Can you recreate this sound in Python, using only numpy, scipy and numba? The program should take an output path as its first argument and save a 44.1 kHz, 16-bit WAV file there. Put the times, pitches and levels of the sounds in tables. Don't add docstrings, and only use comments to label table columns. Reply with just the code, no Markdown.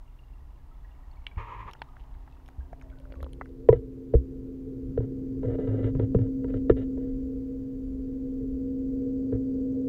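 import sys
import numpy as np
from scipy import signal
from scipy.fft import rfft, irfft
from scipy.io import wavfile
from scipy.ndimage import map_coordinates
from numba import njit

SR = 44100
rng = np.random.default_rng(int(sys.argv[2]) if len(sys.argv) > 2 else 0)


def unload_wav(signal):
    wavfile.write(
        sys.argv[1],
        SR,
        np.round(np.clip(np.atleast_2d(signal).T, -1, 1) * 32767).astype(np.int16),
    )


N = 435708

# t/s, pump level/dB, membrane f/Hz, flow noise level/dB
SINKING = [(0, -72.5, 958, -76), (1.2, -70.5, 980, -91), (1.8, -67, 913, -69.5), (2.4, -63, 818, -74),
           (3.0, -55, 589, -63), (3.3, -51, 498, -62), (3.6, -46, 452, -49.5), (3.9, -42, 436, -47),
           (4.7, -38, 427.6, -45.5), (5.6, -31, 438.6, -45), (6.7, -28.5, 461, -46), (7.7, -34.5, 452, -49),
           (9.0, -28.5, 458, -45.5), (9.88, -27.5, 467.5, -43.5)]
# shaft order, relative level/dB
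SHAFT_ORDERS = [(4, -25.5), (5, -20), (9, -26), (10, -30.5), (11, -18), (12, -1), (13, -27), (14, -27),
                (15, -33.5), (16, -30.5), (17, -29), (24, -45.5), (28, -39.5), (36, -52)]
COIL_STEPS = [5, -13.5, -8, -12, 0, -15]
# f/Hz, nominal width/Hz, relative level/dB, steady share of the drive
CASING_MODES = [(4700, 420, -1, .6), (6000, 450, -4, .3), (6900, 420, -2, .2)]
# t/s, level re the first pump/dB, f/Hz that the tank favours
DRONE_RIDE = [(2.7, -20, 380), (3.4, -6, 385), (4.4, -12, 385), (5.3, -12.5, 390), (6.0, -16.5, 465),
              (9.88, -15.5, 485)]
# order, relative level/dB
DRONE_ORDERS = [(1, -7.5), (2, -13), (3, -10), (4, -11.5), (5, -2), (6, -6.5), (7, -0.5), (8, -17)]
# t/s, level/dB
RUMBLE_RIDE = [(0, -45), (3.0, -45), (5.8, -42), (6.6, -36), (7.5, -40), (9.88, -43.5)]
WASH_RIDE = [(0, -61.5), (2.7, -58.5), (3.6, -50), (6, -37.5), (6.6, -44.5), (7.601, -50), (9.88, -47)]
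# t/s, level/dB, drip rate/(1/s)
AIR_RIDE = [(0, -71, 60), (1.3, -63.5, 44), (2.0, -64, 3), (3.1, -70, 3), (3.5, -75.5, 1), (4.0, -91, 1)]
# f/Hz, relative spectral level/dB
RUMBLE_COLOUR = [(8.2, -35), (14, -7.5), (27, -0.5), (48, 0.5), (68, -4.5), (91, -19), (128, -24),
                 (162, -29), (230, -37), (300, -64), (510, -120)]
WASH_COLOUR = [(60, -11.5), (75, -2), (95, -2.5), (130, 8), (155, -5.5), (205, -10.5), (300, -6.5),
               (380, -10.5), (490, -13.5), (515, -28.5), (555, -21.5), (610, -42.5), (900, -46.5),
               (2000, -58)]
AIR_COLOUR = [(290, -52), (500, -10), (946, 0.5), (1560, -18), (1900, -13.5), (2370, -24.5), (2820, -19.5),
              (3270, -28), (8000, -38.5), (10400, -72.5)]
HISS_COLOUR = [(600, 2.5), (900, -2.5), (2000, -10.5), (4000, -16), (5500, -19), (8000, -21.5),
               (11000, -21.5), (13500, -19.5), (15700, -20.5)]
DRY_RUB_COLOUR = [(120, -47), (200, -8), (237, -31), (260, -19), (453, -7), (743, -21.5), (936, 3),
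                  (1200, -1.5), (1510, -23), (1660, -12.5), (2480, -17), (4660, -45.5), (6000, -50),
                  (6600, -46), (7200, -49), (10400, -82)]
DRIP_PITCHES = [1300, 1690, 1900, 2150, 2780, 2800, 2860, 3510]
# t/s, peak/dB, f/Hz
PLINKS = [(0.078, -66, 2800), (0.19, -57, 2800), (0.335, -64, 2750), (0.405, -69, 1900), (0.598, -69, 1690),
          (0.713, -58, 1300), (0.845, -63, 1690), (0.847, -58, 1900), (0.917, -65, 2800),
          (1.035, -64, 1890), (1.113, -62, 4400), (1.17, -62, 2250), (1.268, -44.5, 2290),
          (1.312, -62, 1600), (1.793, -63, 3700), (1.826, -68, 3940), (1.885, -55, 1230),
          (2.325, -62, 2640), (2.606, -59, 1620), (2.926, -55.5, 1500), (3.157, -57, 1130),
          (3.425, -64, 2020)]
# f/Hz, relative level/dB, t60/s
DULL_MODES = [(179, -2, 0.086), (361.6, 2, 0.043)]
MAIN_MODES = [(443.3, -2, 0.087), (471, 1.5, 0.063), (517, -18, 0.017), (605, -19.5, 0.046)]
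UPPER_MODES = [(776, 2.5, .025), (976, 9.5, 0.052), (1270, 11.5, 0.013), (1360, 13, 0.022),
               (1580, 14, 0.012), (1750, 6, 0.035), (1983, 3.5, 0.061), (2170, -12, 0.093),
               (2260, -15.5, 0.022), (2790, -2.5, 0.03), (2900, -7, 0.023), (2940, -9.5, 0.032),
               (3300, -14, 0.023), (3660, -11, 0.023)]
LID_MODES = [(3850, -4, 0.0039), (5500, 6, .005), (6600, 2.5, 0.0074), (9500, 11, 0.0028),
             (10950, -2, .003), (12600, -15, 0.0027)]
# t/s, body peak/dB, f/Hz, membrane peak/dB, crack peak/dB
TICKS = [(1.2669, -23, 2800, -38, -60), (1.712, -44, 3120, -57, -52), (1.734, -39, 2880, -48, -45),
         (1.7504, -44, 1190, -55, -76), (1.818, -28.5, 3100, -28, -59), (1.966, -41.5, 1600, -55, -80),
         (2.2763, -49, 1300, -49, -81), (2.461, -53, 2760, -59, -60), (2.48, -52, 3500, -67, -55),
         (2.487, -44.5, 2060, -45, -54), (2.73, -48, 1520, -32.5, -61), (2.813, -45.5, 2250, -59, -62),
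         (2.823, -48, 1340, -60, -55), (2.901, -56, 2500, -62, -70), (3, -56, 2300, -54, -55),
         (3.053, -46.5, 1320, -64, -79), (3.103, -60, 2000, -45, -68), (3.122, -44.5, 2970, -38.5, -80),
         (3.139, -45, 1180, -45, -64), (3.154, -51, 1910, -55, -67), (3.2037, -48, 1740, -39.5, -72),
         (3.2286, -35, 1150, -33.5, -43.5), (3.243, -46.5, 3400, -36, -72), (3.264, -41, 1120, -37.5, -70),
         (3.3322, -46, 3200, -58, -46), (3.4116, -25, 1460, -37, -85), (3.417, -35, 1270, -37, -90),
         (3.457, -44, 1620, -48, -61), (6.505, -51, 1900, -35, -79)]
# f/Hz, level/dB
TICK_TAIL = [(2500, -66), (2750, -65), (3000, -63), (3350, -62), (3900, -69)]
# t/s, peak/dB, t60/s
JOLTS = [(1.37, -20.5, 0.061), (1.656, -30.5, 0.028), (2.582, -27, 0.27), (3.166, -30, 0.33),
         (3.222, -27, 0.3)]
# t/s, length/s, level/dB, rasp re level/dB, shudder crest t/s, shudder level/dB
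RUBS = [(1.375, 0.06, -41, 2, 1.385, -39), (1.439, 0.26, -45, 1.5, 1.6, -46.5),
        (3.736, 0.025, -59, -1, 3.741, -29), (4.136, 0.01, -61, -1.5, 4.154, -22.5),
        (5.01, 0.028, -62, -5.5, 5.02, -32), (5.44, 0.11, -58, -7, 5.468, -27.5),
        (5.584, 0.065, -58, -3, 5.63, -36), (5.671, 0.15, -58.5, -6, 5.709, -24.5),
        (5.827, 0.073, -60, 0.5, 5.845, -24.5), (5.955, 0.0094, -66, 2.5, 5.95, -21),
        (5.99, 0.051, -59.5, -3, 6.035, -20.5), (6.18, 0.037, -67, 1, 6.22, -20.5),
        (6.232, 0.047, -68.5, -6, 6.26, -46), (6.48, 0.092, -67.5, 2.5, 6.56, -30.5),
        (6.764, 0.062, -61.5, 5.5, 6.79, -36), (6.981, 0.13, -74, -2, 6.99, -45.5),
        (9.322, 0.037, -63.5, -14, 9.334, -28)]
# t/s, main/dB, dull/dB, upper/dB, hardness/(dB/octave), slow sway/dB, quick sway/dB
KNOCKS = [(3.688, -0.14, -12, -22.5, -19, -41, -10), (3.727, -8, -25.5, -33.5, -8, -26, -21),
          (4.138, -11, -20.5, -44.5, -7, -7.5, -18), (4.147, -14.5, -20.5, -50, -17, -28, -40),
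          (4.976, -15.5, -42, -39, -15, -44, -17.5), (5.003, -28, -30.5, -49.5, -11, -60, -26.5),
          (5.431, -26, -37, -43, -7, -43, -20), (5.587, -24, -27, -48, -12, -55, -51.5),
          (5.675, -24, -55, -45, -2, -50, -22), (5.802, -34, -30.5, -59.5, -9, -39, -26),
          (5.841, -39, -30, -41, 7, -27, -34.5), (5.95, -27, -44, -45, -12, -39.5, -15),
          (5.996, -18.5, -22.5, -36.5, -15, -37, -36), (6.147, -13, -15, -35, -11, -61, -11),
          (6.187, -31, -29, -46, 1, -37, -31), (6.443, -27.5, -35, -43, -10, -43, -53.5),
          (6.54, -26.5, -29.5, -42, 1, -51, -34), (6.697, -6.5, -8, -23, -11, -18, -15.5),
          (6.709, -24, -33, -38, 6.5, -58, -25.5), (6.975, -30, -33.5, -55, -20.5, -52, -42.5),
          (9.326, -26, -28.5, -47.5, -24.5, -25, -42)]
# f/Hz, t60/s, delay/s
SWAY_MODES = [(62.7, 0.18, 0.012), (122.2, 0.14, 0.012)]


def from_db(db):
    return 10 ** (np.asarray(db) / 20)


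def rms_one(x):
    return x / np.sqrt(np.mean(x ** 2) + 1e-30)


def peak_one(x):
    return x / np.max(np.abs(x))


def curves(rows, outside=None):
    s, *columns = np.transpose(rows)
    return [np.interp(np.arange(N) / SR, s, column, outside, outside) for column in columns]


def coloured(spectrum):
    hz, db = np.transpose(spectrum)
    log_hz = np.log(np.arange(1, N // 2 + 2) * SR / N)
    shape_db = np.interp(log_hz, np.log([hz[0] / 2, *hz, hz[-1] * 2]), [db[0] - 40, *db, db[-1] - 40])
    return rms_one(irfft(rfft(rng.standard_normal(N)) * from_db(shape_db), N))


def drift(per_s):
    knots = rng.standard_normal(400)
    return map_coordinates(knots, [np.arange(N) / SR * np.clip(per_s, .1, 39)], order=3)


def accents(cap):
    return np.minimum(rng.exponential(1, N), cap)


def click(s=0):
    return (np.arange(SR // 3) == round(s * SR)) * 1.0


def ring(x, hz, t60):
    r, w = from_db(-60 / (t60 * SR)), 2 * np.pi * hz / SR
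    return signal.lfilter([0, np.sin(w)], [1, -2 * r * np.cos(w), r * r], x + 1e-18)


@njit
def sliding_ring(x, cos_w, r):
    y = np.zeros(len(x))
    for i in range(2, len(x)):
        y[i] = (1 - r[i]) * (x[i] - x[i - 2]) + 2 * r[i] * cos_w[i] * y[i - 1] - r[i] ** 2 * y[i - 2]
    return y


def struck(force, modes, scatter_db):
    return sum(from_db(db + scatter_db * rng.standard_normal()) * ring(force, hz, t60)
               for hz, db, t60 in modes)


def soften(x, ms):
    r = np.exp(-1000 / (ms * SR))
    return signal.lfilter([(1 - r) ** 2], [1, -2 * r, r * r], x + 1e-18)


def butter(x, hz, order, kind="band"):
    return signal.sosfilt(signal.butter(order, hz, kind, fs=SR, output="sos"), x + 1e-18)


def add(out, s, sound):
    at = round(s * SR)
    out[at:at + len(sound)] += sound


def pump(shaft_hz=22.06, steps_per_turn=12):
    turns = np.arange(N) / SR * shaft_hz + 0.017 * drift(1.5)
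    hum = np.zeros(N)
    for order, db in SHAFT_ORDERS:
        waver_db = drift(1.8) * (order != steps_per_turn)
        hum += from_db(db + waver_db) * np.sin(2 * np.pi * (order * turns + rng.random()))
    step = turns * steps_per_turn % len(COIL_STEPS)
    shake = from_db(COIL_STEPS)[step.astype(int)] * np.exp(-2.2 * (step % 1))
    whine = sum(from_db(db) * rms_one(ring((shake + steady) * rng.standard_normal(N), hz, 4.3 / width))
                for hz, width, db, steady in CASING_MODES)
    level_db = curves(SINKING)[0]
    return np.sqrt(2) * from_db(level_db) * hum + from_db(0.52 * level_db - 67.5) * rms_one(whine)


def membrane_flow():
    _, hz, level_db = curves(SINKING)
    cos_w = np.cos(2 * np.pi * hz / SR)
    radius = np.exp(-np.pi * (.75 * hz - 200) / SR)
    flow = rng.standard_normal(N)
    for _ in range(4):
        flow = sliding_ring(flow, cos_w, radius)
    notch_w = 2 * np.pi * 1.14 * hz / SR
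    flow -= sliding_ring(flow, np.cos(notch_w), np.exp(-.09 * notch_w))
    return from_db(level_db + 2.2 * drift(14)) * rms_one(flow)


def second_pump(shaft_hz=69.25, favour_width_hz=118):
    pump_db = curves(SINKING)[0]
    relative_db, favoured_hz = curves(DRONE_RIDE)
    turns = shaft_hz * np.arange(N) / SR + .04 * drift(2.2) + 0.011 * drift(8.9)
    drone = np.zeros(N)
    for order, db in DRONE_ORDERS:
        loss_db = 10 * ((order * shaft_hz - favoured_hz) / favour_width_hz) ** 2 * (order > 4)
        gain = from_db(db - loss_db + 2 * drift(11))
        drone += gain * np.sin(2 * np.pi * (order * turns + rng.random()))
    return np.sqrt(2) * from_db(pump_db + relative_db) * drone


def hand_rumble():
    return from_db(curves(RUMBLE_RIDE)[0] + 2.2 * drift(7)) * coloured(RUMBLE_COLOUR)


def tank_wash():
    return from_db(curves(WASH_RIDE)[0] + drift(3.9)) * coloured(WASH_COLOUR)


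def air_and_trickle():
    level_db, per_s = curves(AIR_RIDE)
    drops = (rng.random(N) < per_s / SR) * from_db(1.3 * accents(3))
    pitch_index = rng.integers(0, len(DRIP_PITCHES), N)
    trickle = np.zeros(N)
    for k, hz in enumerate(DRIP_PITCHES):
        drips = ring(drops * (pitch_index == k) * hz / SR * 16, hz, 60 / hz)
        trickle += ring(drips, hz, 6 / hz)
    return from_db(level_db) * (coloured(AIR_COLOUR) + from_db(-19.5) * trickle)


def microphone_hiss(level_db=-72):
    return from_db(level_db) * coloured(HISS_COLOUR)


def plinks(t60_cycles=115, echo_s=.046, echo_db=-7):
    out = np.zeros(N)
    taps = sum(from_db(k * echo_db) * click(k * echo_s) for k in range(3))
    for s, db, hz in PLINKS:
        tone = ring(taps, hz, t60_cycles / hz)
        add(out, s, from_db(db) * peak_one(ring(tone, hz, 8 / hz)))
    return out


def ticks(t60=0.008):
    out, t = np.zeros(N), np.arange(4000) / SR
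    sink_s, _, sink_hz, _ = np.transpose(SINKING)
    for s, db, hz, membrane_db, crack_db in TICKS:
        body_noise, lid_noise = rng.standard_normal((2, len(t)))
        burst = body_noise * from_db(-60 * t / (1.7 * t60))
        tone = peak_one(ring(burst, hz, t60))
        snap = peak_one(butter(burst, (hz / 2.7, hz * 1.32), order=4))
        body = peak_one(butter(tone + 3.7 * snap, (700, 4500), order=4))
        body += from_db(-15) * peak_one(struck(burst, UPPER_MODES, scatter_db=2.8))
        membrane_hz = np.interp(s, sink_s, sink_hz)
        membrane = ring(ring(t == 0, membrane_hz, t60=0.022), membrane_hz, t60=0.00071)
        crack = struck(lid_noise * np.exp(-t / .0008), LID_MODES, scatter_db=6)
        add(out, s, from_db(db) * peak_one(body) + from_db(membrane_db) * peak_one(membrane)
            + from_db(crack_db) * peak_one(crack))
    add(out, TICKS[0][0], sum(from_db(db) * ring(click(), hz, t60=.2) for hz, db in TICK_TAIL))
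    return out


def jolts(hz=65):
    out = np.zeros(N)
    push = soften(click(), ms=0.66)
    for s, db, t60 in JOLTS:
        add(out, s, -from_db(db) * peak_one(ring(push, hz, t60)))
    return out


def skin_friction(sunk_s=2.5):
    grain = rng.standard_normal(N) * from_db(2.5 * drift(38) + 5.5 * accents(4))
    hollow_modes = [(hz, db, 2.2 * t60) for hz, db, t60 in UPPER_MODES]
    upper = butter(struck(np.diff(grain, prepend=0), hollow_modes, scatter_db=0), (700, 3870), order=9)
    lower = butter(struck(grain, MAIN_MODES, scatter_db=0), (180, 700), order=4)
    sunken = rms_one(upper) + from_db(24) * rms_one(lower)
    in_air = from_db(2 * drift(34.97)) * coloured(DRY_RUB_COLOUR)
    return np.where(np.arange(N) < sunk_s * SR, in_air, sunken)


def rubs(grip_s=0.0065, release_s=0.034, edge_db=32.5, rasp_hz=1900, shudder_hz=108):
    skin = skin_friction()
    pressure, rasp, shake = np.zeros((3, N))
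    for s, length, db, rasp_db, crest_s, shudder_db in RUBS:
        start, end = s - grip_s, s + length + release_s
        stroke_shape = [(start, db - edge_db), (s, db), (s + length, db), (end, db - edge_db)]
        shudder_shape = [(start, shudder_db - 14.5), (crest_s, shudder_db), (end, shudder_db - 16)]
        stroke = from_db(curves(stroke_shape, outside=-120)[0])
        pressure += stroke
        rasp += stroke * from_db(rasp_db)
        shake += from_db(curves(shudder_shape, outside=-120)[0])
    smooth = soften(pressure, ms=1) * butter(skin, rasp_hz, order=3, kind="low")
    rough = soften(rasp, ms=2) * butter(skin, rasp_hz, order=3, kind="high")
    cycles = shudder_hz * np.arange(N) / SR + 0.037 * drift(21)
    shudder = soften(shake, ms=2.2) * np.sqrt(2) * np.sin(2 * np.pi * cycles)
    return smooth + rough + shudder


def crackle(start_s=1.7, end_s=3.5, per_s=76, softest_db=-70):
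    t = np.arange(N) / SR
    onsets = (rng.random(N) < per_s / SR) * (t > start_s) * (t < end_s)
    snaps = onsets * from_db(softest_db + 6 * accents(3))
    modes = UPPER_MODES[2:] + LID_MODES[:1]
    mode_index = rng.integers(0, len(modes), N)
    return sum(ring(snaps * (mode_index == k), hz, 13 / hz) for k, (hz, _, _) in enumerate(modes))


def knocks(detune=.015):
    out, t = np.zeros(N), np.arange(SR // 3) / SR
    slow_sway, quick_sway = (-peak_one(ring(soften(click(delay), ms=1.5), hz, t60))
                             for hz, t60, delay in SWAY_MODES)
    for s, main_db, dull_db, upper_db, hardness, slow_db, quick_db in KNOCKS:
        main = butter(struck(click(), MAIN_MODES, scatter_db=3.5), (350, 650), order=2)
        dull = butter(struck(click(), DULL_MODES, scatter_db=4.3), (210, 350), order=2)
        contact = rng.standard_normal(len(t)) * np.exp(-t / 0.0026)
        gripped_modes = [(hz * rng.normal(1, detune), db + hardness * np.log2(hz / 1500), t60)
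                         for hz, db, t60 in UPPER_MODES]
        upper = butter(struck(contact, gripped_modes, scatter_db=2.5), (700, 3870), order=9)
        body = from_db(main_db) * peak_one(main) + from_db(dull_db) * peak_one(dull)
        sway = from_db(slow_db) * slow_sway + from_db(quick_db) * quick_sway
        add(out, s, body + from_db(upper_db) * peak_one(upper) + sway)
    return out


def scene():
    handling = knocks() + jolts() + ticks() + crackle() + rubs()
    tank = pump() + membrane_flow() + second_pump() + hand_rumble() + tank_wash()
    surface = air_and_trickle() + plinks()
    return (handling + tank + surface + microphone_hiss())[None]


def record(dry, low_cut_hz=14, high_cut_hz=15700):
    trimmed = butter(dry, low_cut_hz, order=2, kind="high")
    limited = trimmed / (1 + trimmed ** 50) ** (1 / 50)
    return signal.sosfilt(signal.ellip(12, .5, 70, high_cut_hz, fs=SR, output="sos"), limited)


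dry = scene()
out = record(dry)
unload_wav(out)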